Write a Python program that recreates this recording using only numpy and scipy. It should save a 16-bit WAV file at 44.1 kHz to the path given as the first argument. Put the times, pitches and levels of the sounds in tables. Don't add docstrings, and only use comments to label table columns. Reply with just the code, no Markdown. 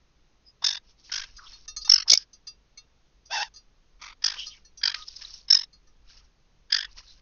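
import sys
import numpy as np
from scipy import signal
from scipy.fft import rfft, irfft, next_fast_len
from scipy.io import wavfile

SR = 44100
rng = np.random.default_rng(int(sys.argv[2]) if len(sys.argv) > 2 else 0)


def dump(signal):
    limited = np.clip(np.atleast_2d(signal).T, -1, 1)
    pcm = np.round(limited * 32767).astype(np.int16)
    wavfile.write(sys.argv[1], SR, pcm)


N = 317961
TIME = np.arange(N) / SR
STROKE_TIME = np.arange(4096) / SR - .02
MIC_TOP_HZ, CUTOFF_HZ = 6620, 16000

# pitch_hz [Hz], relative level_db [dB]
FIZZ = [(2000, -18), (3200, -7.5), (4200, 1), (5500, 7), (6300, -2.5), (6700, -8)]


def from_db(db):
    return 10 ** (np.asarray(db) / 20)


def rms_one(x):
    return x / np.sqrt(np.mean(x ** 2) + 1e-20)


def add(out, start_s, sound):
    i = int(start_s * SR)
    out[i:i + len(sound)] += sound[:N - i]


def cut(x, hz, kind, order=2):
    return signal.sosfilt(signal.butter(order, hz, kind, fs=SR, output="sos"), x)


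def shaped(x, gain_at):
    size = next_fast_len(len(x))
    hz = np.maximum(np.arange(size // 2 + 1) * SR / size, 1)
    spectrum = rfft(x, size) * gain_at(hz) * (hz < MIC_TOP_HZ + 200)
    return rms_one(irfft(spectrum, size)[:len(x)])


def coloured(x, points):
    at, level = np.transpose(points)
    return shaped(x, lambda hz: from_db(np.interp(np.log(hz), np.log(at), level)))


def resonance(hz, centre, width):
    return 1 / (1 + 1j * (hz ** 2 - centre ** 2) / (hz * width))


def crackle(size, per_s, spread_db, smooth):
    hits = rng.random(size) < per_s / SR
    signs = rng.choice([-1, 1], size)
    strength = from_db(spread_db * np.minimum(rng.exponential(1, size), 4))
    return rms_one(rms_one(hits * signs * strength) + smooth * rng.standard_normal(size))


def swell(t, length, tail_db, tail_s):
    push = np.exp(-np.abs(2 * t / length) ** 3)
    tail = from_db(tail_db) * np.exp(-np.abs(t) / np.where(t > 0, tail_s, length / 2))
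    return np.hypot(push, tail)


def burst(carrier, envelope, length):
    sound = carrier * envelope
    return sound * np.sqrt(length * SR / np.sum(sound ** 2))


def whistle(size, centre_hz, width_hz, steady):
    tone = shaped(rng.standard_normal(size), lambda hz: resonance(hz, centre_hz, 1.3 * width_hz) ** 2)
    strength = np.abs(signal.hilbert(tone))
    return rms_one(tone / (strength + 0.6) ** steady)


def background():
    # pitch_hz [Hz], relative level_db [dB]
    hiss_spectrum = [(8.8, -41.5), (15, -12), (54, -3), (81, -15), (154, -13.5), (198, -18.5), (263, -20),
                     (314, -20.5), (538, -23), (611, -26.5), (677, -26), (1220, -27.5), (1500, -29.5),
                     (4970, -31), (6760, -32.5), (8790, -60.5), (14900, -120)]
    # time_s [s], level_db [dB]
    rumble_curve = [(0.0, -66.5), (1.06, -64.5), (1.2, -52), (1.64, -58.5), (1.82, -51), (2.4, -66.5),
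                    (5.43, -56.5), (5.52, -65.5), (6.19, -54), (6.42, -68), (6.94, -55.5), (7.2, -57.5)]
    rumble_spectrum = [(10, 0.5), (28, -1), (50, -4), (70, -18.5), (120, -28.0), (400, -59)]
    s, level_db = np.transpose(rumble_curve)
    rumble_level = from_db(np.interp(TIME, s, level_db) + 0.5)
    rumble = coloured(rng.standard_normal(N), rumble_spectrum)
    hiss = coloured(rng.standard_normal(N), hiss_spectrum)
    return from_db(-66) * hiss + rumble_level * rumble


def squelches_and_rings():
    pitched_rows = [(.485, 0.049, -56, 5040, 197), (0.626, 0.0075, -43, 1050, 400),
                    (0.641, 0.0082, -40.5, 1120, 298), (1.393, 0.014, -48, 1410, 248),
                    (1.435, .087, -56, 1220, 198), (1.474, 0.023, -51, 3300, 400),
                    (1.825, 0.027, -39.5, 4770, 700), (1.88, 0.0087, -42.5, 1020, 296),
                    (2.078, 0.034, -53, 985, 400), (4.412, 0.077, -38, 3050, 340),
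                    (4.526, 0.053, -52, 3130, 500), (4.556, 0.049, -62, 2220, 294),
                    (4.981, 0.12, -53.5, 1240, 25.1), (5.025, .0082, -41.5, 3680, 503),
                    (5.251, 0.0066, -36.5, 3860, 497), (5.343, 0.013, -41, 5380, 406),
                    (7.1, 0.064, -56.5, 4060, 501)]
    out, t = np.zeros(N), np.arange(8192) / SR - .07
    for s, length, level_db, hz, width_hz in pitched_rows:
        tone = whistle(len(t), hz, width_hz, steady=0.27)
        envelope = swell(t, length, tail_db=-10.5, tail_s=0.0092)
        add(out, s + t[0], from_db(level_db) * burst(tone, envelope, length))
    return out


def shakes():
    # first_full_stroke_s [s], period_s [s], strokes [count], strokes_until_tired [count],
    # stroke_length_s [s], swish_db [dB], swish_fade_db [dB], swish_hz [Hz], nominal swish_width_hz [Hz],
    # rustle_db [dB], rustle_fade_db [dB]; fades are per unit of tiredness
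    shake_rows = [(0.648, .0206, 7, 1.11, .0115, -18.5, 6, 5170, 701, -24, 3.5),
                  (1.1237, .0191, 7, 2.65, 0.011, -28, 6, 5300, 900, -33.5, 2.5),
                  (1.8998, .0207, 7, 2, 0.0091, -8.5, 8.5, 5328, 260, -24.5, 3.6),
                  (2.1025, .0168, 4, 2, .009, -9, 13.5, 5090, 1115, -26.5, 5.3),
                  (4.0227, .0206, 6, 2.6, 0.015, -48.5, 11.5, 5600, 1100, -42.5, 3.5),
                  (4.2455, .019, 6, 0.77, 0.0093, -16, 8, 5095, 748, -29, 3),
                  (4.8378, .0205, 5, 2, .008, -18, 14, 4930, 450, -26, 5),
                  (5.5087, .0211, 7, 1.77, .0098, -9.5, 8.5, 5290, 200, -26, 5),
                  (6.727, .0203, 7, 0.8, .008, -14.5, 7.5, 4980, 400, -23, 3.5)]
    # echo_delay_s [s], echo_share [0-1, held to 0.8],
    # tilt [dB per octave], hollow_hz [Hz], hollow_db [dB re rustle], ridge_hz [Hz], full-force ridge_db [dB]
    postures = [(0.001106, 0.81, 1.5, 1683, -16, 3610, 19.5), (0.001853, 0.26, 5, 1570, -8, 3170, 8),
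                (0.0007, 1, 4, 2100, -17.5, 4600, 10.5), (0.0014, 0.61, 1.5, 3300, -14.5, 3700, 24.5),
                (0.000873, 0.47, 0, 1200, -12.5, 2070, 14.5), (0.00083, 0.193, 1.5, 1700, -8.5, 3300, 12.5),
                (0.00125, 0.69, 6, 1673, -7.5, 3290, 8.5), (0.000997, 0.49, 4, 1775, -15.5, 3710, 19.5),
                (.0006, 0.51, 4, 1666, -6, 3280, 12.5)]
    slowing = 0.0029
    tiring_power = 0.83
    blurring = 0.065
    wind_up_swish_db, wind_up_rustle_db = -28.5, -19.5
    spread_db, pitch_spread = 0.35, 0.02
    out = np.zeros(N)
    for shake, posture in zip(shake_rows, postures):
        (start, period, count, hold, length, swish_db, swish_fade_db,
         swish_hz, width_hz, rustle_db, rustle_fade_db) = shake
        for k in range(-1, count):
            tired = max(k - hold, 0) ** tiring_power
            swish_change = wind_up_swish_db if k < 0 else -swish_fade_db * tired
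            rustle_change = wind_up_rustle_db if k < 0 else -rustle_fade_db * tired
            chance_db, detune = rng.standard_normal(2) * [spread_db, pitch_spread]
            sound = stroke(length * (1 + blurring * tired), rustle_db + rustle_change + chance_db,
                           swish_db + swish_change + chance_db, swish_hz * (1 + detune), width_hz, posture)
            add(out, start + period * (k + slowing * k ** 2) + STROKE_TIME[0], sound)
    return out


def stroke(length, rustle_db, swish_db, swish_hz, width_hz, posture):
    delay, echo, tilt_db, hollow_hz, hollow_db, ridge_hz, ridge_db = posture
    t = STROKE_TIME

    def comb(hz):
        bounce = np.clip(echo, 0, .8) * np.exp(-2j * np.pi * hz * delay)
        return (1 + bounce) / (1 - .3 * bounce)

    def colour(hz):
        force = np.clip(from_db(rustle_db + 28.5), .3, 1)
        ridge = 1 + force * (from_db(ridge_db) - 1) * np.abs(resonance(hz, ridge_hz, 450)) ** 2
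        band = 1 / np.sqrt((1 + (800 / hz) ** 8) * (1 + (hz / 4900) ** 14)) + 0.087
        tilt = from_db(tilt_db * np.log2(np.clip(hz, 500, 3500) / 2000))
        return comb(hz) * ridge * band * tilt

    def skirt_colour(hz):
        return comb(hz) * resonance(hz, swish_hz, 2200) ** 3

    rustle = shaped(crackle(len(t), per_s=4600, spread_db=5, smooth=0.44), colour)
    hollow = whistle(len(t), hollow_hz * (1 + rng.normal(0, .03)), 190, steady=.8)
    skirt = shaped(crackle(len(t), per_s=920, spread_db=2, smooth=0.42), skirt_colour)
    swish = whistle(len(t), swish_hz, width_hz, steady=0.6) + from_db(-9) * skirt

    rustle_push = swell(t, length, tail_db=-11, tail_s=.009)
    hollow_push = swell(t, 1.25 * length, tail_db=-10, tail_s=.011)
    swish_push = swell(t, length, tail_db=-20, tail_s=0.012)
    sound = from_db(rustle_db - 1.5) * burst(rustle, rustle_push, length)
    sound += from_db(rustle_db + hollow_db + 1.5) * burst(hollow, hollow_push, length)
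    sound += from_db(rustle_db - 11) * drops(length)
    return sound + from_db(swish_db - 1.5) * burst(swish, swish_push, length)


def drops(length):
    count, low_hz, high_hz = 7, 900, 4990
    ring_cycles, mean_flight_s = 70, .005
    sound = np.zeros(len(STROKE_TIME))
    for size, flight, strength in rng.random((count, 3)):
        hz = low_hz * (high_hz / low_hz) ** np.sqrt(size)
        flight_s = -mean_flight_s * np.log(1 - flight)
        age = np.maximum(STROKE_TIME + length / 2 - flight_s, 0)
        sound += strength * hz * np.sin(2 * np.pi * hz * age) * from_db(-60 * age * hz / ring_cycles)
    return burst(cut(sound, low_hz, "high"), 1, length)


def rummage():
    # time_s [s], fizz_db [dB before a 2 dB cut], slosh_db [dB before a 3 dB cut]
    bouts = [
        [(0.83, -77, -76), (0.908, -57.5, -73), (0.958, -90, -96), (0.998, -58, -76), (1.03, -68, -82),
         (1.048, -49, -73.5), (1.084, -51.5, -72), (1.1, -56, -42)],
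        [(1.243, -54, -44), (1.251, -54, -56), (1.355, -61.5, -71), (1.371, -53, -83), (1.397, -58, -72),
         (1.523, -49.5, -55.5), (1.641, -62, -75), (1.66, -55, -60)],
        [(4.345, -51, -51), (4.371, -46, -42.5), (4.391, -39, -53), (4.459, -47, -70), (4.469, -38.5, -70),
         (4.499, -52, -82), (4.575, -58.5, -62), (4.63, -76, -80)],
        [(4.958, -43.5, -46.5), (5.03, -46, -60), (5.052, -57, -75), (5.086, -41, -68), (5.096, -50.5, -71),
         (5.24, -47, -56), (5.382, -48.5, -67), (5.46, -68, -85.5)],
        [(6.03, -90, -84), (6.1, -51, -59.5), (6.164, -61, -65), (6.178, -49, -61.5), (6.222, -73, -68),
         (6.248, -66, -75), (6.29, -84, -83), (6.31, -81, -79)],
        [(6.865, -77, -62), (6.925, -54, -64), (6.943, -72, -76), (6.985, -39.5, -48.5), (7.021, -60.5, -65),
         (7.113, -54, -70), (7.143, -59, -77), (7.2, -66.5, -67)],
    ]
    # pitch_hz [Hz], relative level_db [dB]
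    slosh_spectrum = [(500, -10.5), (1150, -4), (1900, -2), (3000, 4), (4500, -26.5)]
    fizz_level, slosh_level = np.zeros((2, N))
    for rows in bouts:
        s, fizz_db, slosh_db = np.transpose(rows)
        fizz_level += from_db(np.interp(TIME, s, fizz_db, left=-120, right=-120))
        slosh_level += from_db(np.interp(TIME, s, slosh_db, left=-120, right=-120))
    patter = crackle(N, per_s=1200, spread_db=2.0, smooth=0.85)
    fizz = coloured(.65 * bubbles(2500, 6700, per_s=1800) + patter, FIZZ)
    splash = crackle(N, per_s=900, spread_db=3, smooth=1)
    slosh = coloured(.6 * bubbles(900, 3200, per_s=500) + splash, slosh_spectrum)
    return from_db(-2) * fizz_level * fizz + from_db(-3) * slosh_level * slosh


def bubbles(low_hz, high_hz, per_s, cycles=40, count=24):
    out = np.zeros(N)
    for hz in np.geomspace(low_hz, high_hz, count):
        r, w = from_db(-60 * hz / (cycles * SR)), 2 * np.pi * hz / SR
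        pops = (rng.random(N) < per_s / count / SR) * rng.standard_normal(N)
        out += signal.lfilter([np.sin(w)], [1, -2 * r * np.cos(w), r * r], pops + 1e-18)
    return rms_one(out)


def dish():
    taps = [(1.364, -69, -50.5), (1.528, -55.5, -56), (1.678, -50, -39.5), (1.763, -48, -36),
            (1.846, -46, -37.5), (2.33, -72, -51.5), (2.469, -55, -45.5), (2.773, -57.5, -54),
            (3.254, -73.5, -57.5), (3.538, -71, -55), (3.558, -63.5, -51.5), (4.016, -61.5, -55),
            (4.464, -54, -47.5), (4.647, -71, -57), (4.772, -67.5, -49), (5.728, -70.5, -66),
            (5.87, -74, -68)]
    # pitch_hz [Hz], relative level_db [dB], t60_s [s to fall by 60 dB]
    modes = [(1240.6, -10, 0.14), (1773, -2.5, 0.058), (2220, -3.5, .049), (2707, -12.5, .17),
             (3370, -8.5, 0.13), (3674, -12, .17), (4320, 4.5, .11), (4310, 1, 0.089), (4790, -4, 0.11),
             (4910, -3.5, .09), (5670, -5.5, 0.13), (6030, -4, .08), (6180, 3.5, 0.065), (6470, -5, .08)]
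    high_modes_hz, spread_db, attack_s = 4520, 5.5, 0.0099
    out, t = np.zeros(N), np.arange(SR // 3) / SR
    for s, low_db, high_db in taps:
        skid = from_db(high_db + 9) * coloured(crackle(len(t), per_s=1000, spread_db=2, smooth=0.56), FIZZ)
        sound = skid * np.exp(-t / 0.007)
        for hz, level_db, t60 in modes:
            tap_db = low_db if hz < high_modes_hz else high_db
            strength = from_db(tap_db + level_db + 10.5 + spread_db * rng.standard_normal())
            sound += strength * np.sin(2 * np.pi * (hz * t + rng.random())) * from_db(-60 * t / t60)
        add(out, s, sound * (1 - np.exp(-t / attack_s)))
    return out


def extra_strokes():
    extra_rows = [(2.085, 0.013, -40, -24, 5198), (2.1762, 0.0032, -39.5, -11.5, 5160),
                  (2.206, 0.059, -56, -47, 5030), (3.429, .005, -29.5, -32, 5114),
                  (4.395, .011, -51, -41, 5100), (4.947, 0.0071, -27.5, -31, 4820),
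                  (5.085, .0087, -62, -34, 5170), (5.167, 0.013, -65, -38, 5220),
                  (5.221, 0.017, -45.5, -42, 5250)]
    extra_posture = (1.56, -0.1, 7, 1671, -13.5, 3198, 6)
    out = np.zeros(N)
    for s, length, rustle_db, swish_db, swish_hz in extra_rows:
        sound = stroke(length, rustle_db, swish_db, swish_hz, 480, extra_posture)
        add(out, s + STROKE_TIME[0], sound)
    return out


def bumps(ring_hz=2245, ring_db=-9, ring_t60=0.0598):
    # [dB, to which the knock and ring levels are relative]
    bump_rows = [(2.123, -14.5), (2.1339, -9.5)]
    out, t = np.zeros(N), np.arange(SR // 5) / SR
    for s, level_db in bump_rows:
        knock = rms_one(cut(rng.standard_normal(len(t)), [130, 950], "band")) * np.exp(-t / .0016)
        ring = np.sin(2 * np.pi * ring_hz * t) * from_db(ring_db - 60 * t / ring_t60)
        add(out, s, from_db(level_db) * (from_db(-13.0) * knock + ring))
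    return out


def rasp():
    rasp_curve = [(3.291, -74, 618, 1317), (3.31, -36, 673, 1443), (3.333, -28, 928, 1780),
                  (3.354, -26.5, 889, 1759), (3.395, -30, 813, 1504), (3.429, -26.5, 878, 1759),
                  (3.438, -38.5, 878, 1830), (3.485, -55, 862, 1562)]
    # pitch_hz [Hz], nominal width_hz [Hz], relative gain_db [dB]
    throat = [(842, 76, -1.5), (1650, 210, -4), (2677, 49, -6), (3520, 52, -8), (4480, 64, -8),
              (5050, 110, -8.5), (5480, 69, -9.5)]
    # pitch_hz [Hz], relative level_db [dB]
    breath_spectrum = [(380, -26), (720, 1.5), (1150, -13.5), (2200, -6.5), (3000, 1), (3850, 3.5),
                       (4220, -15), (4700, 2.5), (5900, 2.5), (6600, -5)]
    upper_follows = .6
    s, level_db, first_hz, second_hz = np.transpose(rasp_curve)
    t = np.arange(s[0], s[-1], 1 / SR)
    breath = coloured(crackle(len(t), per_s=5000, spread_db=2, smooth=1), breath_spectrum)
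    sound = from_db(-3) * breath
    moving = [np.interp(t, s, first_hz), np.interp(t, s, second_hz)]
    for k, (hz, width_hz, gain_db) in enumerate(throat):
        if k < len(moving):
            shift = moving[k] - hz
        else:
            shift = upper_follows * (moving[1] - throat[1][0])
        ringing = signal.hilbert(whistle(len(t), hz, width_hz, steady=0.58))
        sound += from_db(gain_db) * np.real(ringing * np.exp(2j * np.pi * np.cumsum(shift) / SR))
    out = np.zeros(N)
    add(out, s[0], rms_one(sound) * from_db(np.interp(t, s, level_db)))
    return out


def room(x, t60=0.023, wet_db=-19):
    t = np.arange(SR // 3) / SR
    tail = rng.standard_normal(len(t)) * from_db(-60 * t / t60) * (t > .003)
    return x + from_db(wet_db) * signal.fftconvolve(x, tail / np.linalg.norm(tail))[:N]


def scene():
    strokes = shakes() + extra_strokes()
    bath = strokes + rummage() + squelches_and_rings() + rasp() + dish() + bumps()
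    return (room(bath) + background())[None]


def record(dry):
    narrow = signal.sosfilt(signal.ellip(10, .3, 80, MIC_TOP_HZ, fs=SR, output="sos"), dry)
    loud = np.clip(narrow, -.76, .76) + from_db(-101) * rng.standard_normal(dry.shape)
    return signal.sosfilt(signal.cheby2(12, 70, CUTOFF_HZ + 1000, fs=SR, output="sos"), loud)


dry = scene()
out = record(dry)
dump(out)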